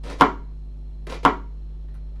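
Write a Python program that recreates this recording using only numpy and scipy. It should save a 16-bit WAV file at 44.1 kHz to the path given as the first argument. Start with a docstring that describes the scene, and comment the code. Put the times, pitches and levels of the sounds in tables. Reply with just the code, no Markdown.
"""Two knife cuts through an onion

In a small kitchen a knife slices twice through an onion on a wooden board: dense tiny bursts make a wet crunch.
Each time the blade then knocks on the board, whose decaying modes ring into the room and overload the microphone.
Steady hum tones, a faint appliance whine and filtered room noise lie underneath.
Later the blade is set on the onion again: soft brushes of noise with a faint ring of steel."""
import sys
import numpy as np
from scipy import signal
from scipy.io import wavfile

SR = 44100
rng = np.random.default_rng(int(sys.argv[2]) if len(sys.argv) > 2 else 0)


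def waveform_to_disk(signal):
    """Save audio, clipped to [-1, 1], as 16-bit WAV at the path in sys.argv[1]."""
    frames = np.transpose(np.atleast_2d(signal))
    scaled = np.clip(frames, -1, 1) * 32767
    samples = np.round(scaled).astype(np.int16)
    wavfile.write(sys.argv[1], SR, samples)


def elevation(decibels):
    """Turn decibel levels (scalar or array-like) into linear amplitude ratios."""
    levels = np.asarray(decibels, float)
    return 10 ** (levels / 20)


N = 97020  # length [samples]

# mains hum and an appliance's low tones: (frequency [Hz], level [dB rms])
HUM_TONES = [(50, -34), (100.2, -62), (121, -63), (150, -50), (200, -68), (250, -61), (341, -66),
             (402, -70)]
# steady part of the appliance whine: (frequency [Hz], level [dB rms])
WHINE_TONES = [(4129, -81.5), (5459, -90.5), (6492, -97)]
# relative spectrum of the room noise: (frequency [Hz], density [dB per Hz])
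AIR_SPECTRUM = [(60, 0.5), (100, -1), (200, -7), (400, -12), (800, -19.5), (1500, -29.5), (3000, -32),
                (5500, -43), (9000, -44.5), (16000, -59.5)]
# dying away of the room: (frequency [Hz], t60 [s])
ROOM_DECAY = [(100, 0.9), (300, 0.24), (1000, 0.2), (3000, 0.2), (6000, 0.31), (10000, 0.057), (15000, .12)]
# relative tone of the room's tail: (frequency [Hz], level [dB])
ROOM_TONE = [(300, -2), (600, -2), (1000, -4), (2000, 0), (2700, -0.5), (3400, -3.5), (5000, -3),
             (8000, -6), (15000, -4)]
# echoes from the nearest surfaces: (delay [s], level [dB])
NEAR_ECHOES = [(.0095, -5), (0.0166, -13), (.022, -10.5)]
# blade lightly touches onion and board: (time [s], starting brush level before dulling [dB rms],
# steel ring level [dB], dull share [0-1])
LIGHT_TOUCHES = [(1.885, -57, -82, .9), (1.942, -60, -70, .3), (1.950, -58, -76, .3), (2.158, -57, -90, .4)]
# relative spectrum of the touching brush: (frequency [Hz], density [dB per Hz])
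BRUSH_SPECTRUM = [(300, 6), (1400, 9), (2000, 6), (5000, -6), (10000, -16.5), (15000, -34)]
# modes of the blade: (frequency [Hz], relative level [dB], t60 [s])
BLADE_MODES = [(1380, 6, .06), (1916, 5, .08), (5900, -2, .04), (9518, 2, .1), (13230, -1, .06)]
# effort of the blade going through the flesh, one list per slice: (time [s], level [dB])
SLICE_EFFORT = [
    [(0.034, -52), (0.037, -43), (0.068, -40.5), (0.094, -41), (0.102, -34.5), (0.128, -39), (0.145, -45),
     (0.155, -51), (0.185, -51.5)],
    [(1.0675, -57), (1.069, -35), (1.09, -47.5), (1.097, -36.5), (1.144, -37.5), (1.17, -44.5),
     (1.185, -57.5), (1.21, -70.5)],
]
# relative spectrum of the bursting cells: (frequency [Hz], density [dB per Hz])
FLESH_SPECTRUM = [(130, 1.5), (300, 4), (550, 9), (1000, -16), (2000, -8.5), (4500, -12), (7000, -23),
                  (10000, -23), (13000, -43), (16000, -47)]
# layers that give way audibly: (time [s], starting level [dB rms])
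LAYER_SNAPS = [(0.036, -47), (0.07, -50), (0.1, -39), (0.199, -32.5), (0.207, -27), (1.069, -42),
               (1.098, -36), (1.124, -26.5), (1.142, -44.5)]
# faint noise heard just ahead of each knock: (start [s], level at start [dB], level at the knock [dB])
PRE_KNOCK_NOISE = [(0.186, -43, -38), (1.231, -38.5, -41)]
# modes of the board: (frequency [Hz], relative level [dB], t60 [s])
BOARD_MODES = [(556, -22.5, .12), (654.6, -14.5, 0.086), (747, -16.5, 0.14), (884, -25.5, 0.033),
               (956, -10.5, 0.15), (985.2, -5, 0.045), (1027, -11.5, 0.086), (1066, -10.5, .1),
               (1127, -3.5, 0.033), (1282, -5.5, 0.03), (1379, -12, 0.063), (1578, -17.5, 0.052),
               (1933, -19, .06), (2114, -24, 0.08), (2158, -22.5, 0.033), (2774, -25, .05),
               (2960, -18.5, .02)]
# low modes of the counter under the board: (frequency [Hz], relative level [dB], t60 [s])
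COUNTER_MODES = [(160, -20, 0.16), (191, -29, 0.45), (236, -21, 0.25), (269.3, -15.5, 0.22),
                 (302.5, -9.5, 0.11), (369.3, -21.5, 0.39), (411.7, -25, 0.3), (422.5, -20.5, .2),
                 (496, -18.5, 0.12)]
# the blade lands on the board: (time [s], level [dB])
BOARD_KNOCKS = [(0.2101, -1), (1.2510, -3.5)]


def at_hz(points, hz):
    """Read a spectrum on a log-frequency axis."""
    table_hz, values = np.transpose(points)
    return np.interp(np.log(np.maximum(hz, 1)), np.log(table_hz), values)


def rms_one(x):
    """Scale to rms 1."""
    return x / np.sqrt(np.mean(x ** 2) + 1e-20)


def drift(rate):
    """Slow wander through random points of spread 1, with rate points a second."""
    points = rng.standard_normal(400)
    return np.interp(np.arange(N) / SR * rate, np.arange(400), points)


def clicks(s, db):
    """Single impulses at given times."""
    out = np.zeros(N)
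    np.add.at(out, (np.asarray(s) * SR).astype(int), elevation(np.asarray(db)))
    return out


def puffs(s, db, decay_s):
    """Envelope that jumps up at each time and dies away exponentially."""
    return signal.lfilter([1], [1, -np.exp(-1 / (decay_s * SR))], clicks(s, db))


def level_curve(t, s, db):
    """Gain that runs straight in dB between points, practically silent outside them."""
    return elevation(np.interp(t, s, db, left=-200, right=-200))


def butter(x, order, hz, kind="low"):
    """Butterworth filter."""
    return signal.sosfilt(signal.butter(order, hz, kind, fs=SR, output="sos"), x)


def ring(x, hz, t60):
    """Resonator: a unit click sets a decaying sine of height 1 ringing."""
    r = elevation(-60 / (max(t60, 0.001) * SR))
    w = 2 * np.pi * hz / SR
    return signal.lfilter([0, np.sin(w)], [1, -2 * r * np.cos(w), r * r], x + 1e-18)


def bands(white):
    """Half-octave bands of two noises dealt in turn, with their centres."""
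    for k, low in enumerate(40 * 2 ** np.arange(0, 9, 0.5)):
        high = min(low * np.sqrt(2), 0.45 * SR)
        yield np.sqrt(low * high), butter(white[k % 2], 2, [low, high], "band")


def background():
    """Wavering hum and whine sines, narrow noise around the whine, low rumble, gently patchy room noise."""
    t = np.arange(N) / SR
    hum = sum(elevation(db + 0.8 * drift(2.7)) * np.sin(2 * np.pi * hz * t) for hz, db in HUM_TONES)
    whine = np.zeros(N)
    for hz, db in WHINE_TONES:
        whine += elevation(db + 1.5 * drift(30.0)) * np.sin(2 * np.pi * hz * t)
        whine += elevation(db) * rms_one(ring(rng.standard_normal(N), hz, 0.015))  # blurs the tone
    settle = SR  # samples dropped while the filter settles
    rumble = butter(rng.standard_normal(N + settle), 4, 38)[settle:]
    settle = SR // 4
    air = sum(elevation(at_hz(AIR_SPECTRUM, hz) + 1.2 * drift(3.4)) * band[settle:]
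              for hz, band in bands(rng.standard_normal((2, N + settle))))
    tones = np.sqrt(2) * (hum + whine)  # a sine of height sqrt(2) has rms 1
    return tones + elevation(-50) * rms_one(rumble) + elevation(-55) * rms_one(air)


def room(x):
    """A few early echoes, then noise that builds up fast and dies band by band."""
    late_db, late_t60_s = -23.5, 0.48  # slower tail of the adjoining space
    build_s, tail_db = 0.0041, -5.5
    t = np.arange(SR) / SR
    tail = np.zeros(SR)
    for hz, band in bands(rng.standard_normal((2, SR))):
        decay = elevation(-60 * t / at_hz(ROOM_DECAY, hz)) + elevation(late_db - 60 * t / late_t60_s)
        tail += elevation(at_hz(ROOM_TONE, hz)) * band * decay
    tail = butter(tail, 2, 450, "high") * (1 - np.exp(-t / build_s))
    tail = elevation(tail_db) * tail / np.sqrt(np.sum(tail ** 2))
    echoes = butter(clicks(*np.transpose(NEAR_ECHOES))[:SR], 2, [700, 1650], "band")
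    return signal.fftconvolve(x, tail + echoes)[:N]


def touches():
    """Light contacts: a soft brush of noise, duller on flesh, and the blade's modes ring faintly."""
    decay_s, dull_hz = 0.0081, 3060
    s, db, steel_db, dull = np.transpose(LIGHT_TOUCHES)
    vary_db = 2 * rng.standard_normal((len(s), len(BLADE_MODES)))
    steel = sum(elevation(level) * ring(clicks(s, steel_db + vary_db[:, k]), hz, t60)
                for k, (hz, level, t60) in enumerate(BLADE_MODES))
    brush = rms_one(sum(elevation(at_hz(BRUSH_SPECTRUM, hz)) * band
                        for hz, band in bands(rng.standard_normal((2, N)))))
    muffled = butter(brush, 2, dull_hz)
    bright_puffs = puffs(s, db + 20 * np.log10(1 - dull), decay_s)
    dull_puffs = puffs(s, db + 20 * np.log10(dull), decay_s)
    return steel + brush * bright_puffs + muffled * dull_puffs


def board(x):
    """The board's modes driven by one force."""
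    return sum(elevation(db) * ring(x, hz, t60) for hz, db, t60 in BOARD_MODES)


def counter(x):
    """The counter's low modes driven by one force; neighbours start in opposite directions."""
    return sum((-1) ** k * elevation(db) * ring(x, hz, t60) for k, (hz, db, t60) in enumerate(COUNTER_MODES))


def grain_level():
    """Level of the grains: slow slicing effort, sudden layer snaps and faint noise ahead of each knock."""
    t = np.arange(N) / SR
    level = sum(level_curve(t, *np.transpose(rows)) for rows in SLICE_EFFORT)
    level = level + puffs(*np.transpose(LAYER_SNAPS), 0.0021)
    for (start, first_db, last_db), (knock, _) in zip(PRE_KNOCK_NOISE, BOARD_KNOCKS):
        level = level + level_curve(t, [start, knock], [first_db, last_db])
    return level


def cell_ring(x, hz):
    """Two resonators in a row give each burst a soft onset and a few cycles of ringing."""
    t60 = 4.5 / hz  # 4.5 cycles
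    return ring(ring(x, hz, t60), hz, t60)


def slicing():
    """Cells burst densely under the edge, each ringing briefly; the force also shakes the board."""
    cells_per_s, size_spread_db = 24000, 2.6
    shake_db, snap_board_db = -9, -6.5
    level = grain_level()
    sizes = elevation(size_spread_db * np.minimum(rng.exponential(1, N), 5)) * rng.choice([-1, 1], N)
    cells = rms_one(sizes * (rng.random(N) < cells_per_s / SR))
    pitches = np.geomspace(130, 15000, num=26)
    dealt = rng.integers(0, 26, N)  # which pitch each cell gets
    crunch, power = np.zeros(N), 0
    for k, hz in enumerate(pitches):
        own = cells * (dealt == k)
        weight = elevation(at_hz(FLESH_SPECTRUM, hz)) * np.sqrt(hz)  # bandwidth grows with pitch
        crunch += weight / np.std(cell_ring(own, hz)) * cell_ring(own * level, hz)
        power += weight ** 2
    crunch = crunch / np.sqrt(power)
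    steady_shake = board(cells) + counter(cells)  # sets the level
    shake = board(cells * level) + counter(cells * level)
    shake = elevation(shake_db) * shake / np.std(steady_shake)
    s, db = np.transpose(LAYER_SNAPS)
    return crunch + shake + board(clicks(s, db + snap_board_db))


def knocks():
    """Each landing is a short push into the modes of board and counter plus a bright crack of edge on wood."""
    contact_hz = 3550  # softness of the contact
    crack_db, crack_s = -23, 0.0049
    s, db = np.transpose(BOARD_KNOCKS)
    vary_db = rng.standard_normal((len(s), len(BOARD_MODES)))  # spread 1 dB
    push = sum(elevation(level) * ring(clicks(s, db + vary_db[:, k]), hz, t60)
               for k, (hz, level, t60) in enumerate(BOARD_MODES))
    push = butter(push + counter(clicks(s, db)), 2, contact_hz)
    crack = rng.standard_normal(2000) * np.exp(-np.arange(2000) / (SR * crack_s))
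    crack = butter(butter(crack, 2, 2500, "high"), 1, 5400)
    return -push + signal.fftconvolve(clicks(s, db + crack_db), crack)[:N]


def scene():
    """Knife and board heard directly and through the room, over the kitchen's background."""
    near = knocks() + slicing() + touches()
    return (near + room(near) + background())[None]


def low_pass(x):
    """Removes everything above the highest recorded frequency."""
    return signal.sosfilt(signal.butter(12, 16500, fs=SR, output="sos"), x)


def record(dry):
    """The overloaded microphone flattens peaks towards a ceiling, leaving quiet sound untouched."""
    ceiling, knee = 0.7, 8.0  # full scale is 1; a higher knee bends more abruptly
    x = dry / ceiling
    mix = ceiling * x / (1 + np.abs(x) ** knee) ** (1 / knee)
    return low_pass(mix)


dry = scene()
out = record(dry)
waveform_to_disk(out)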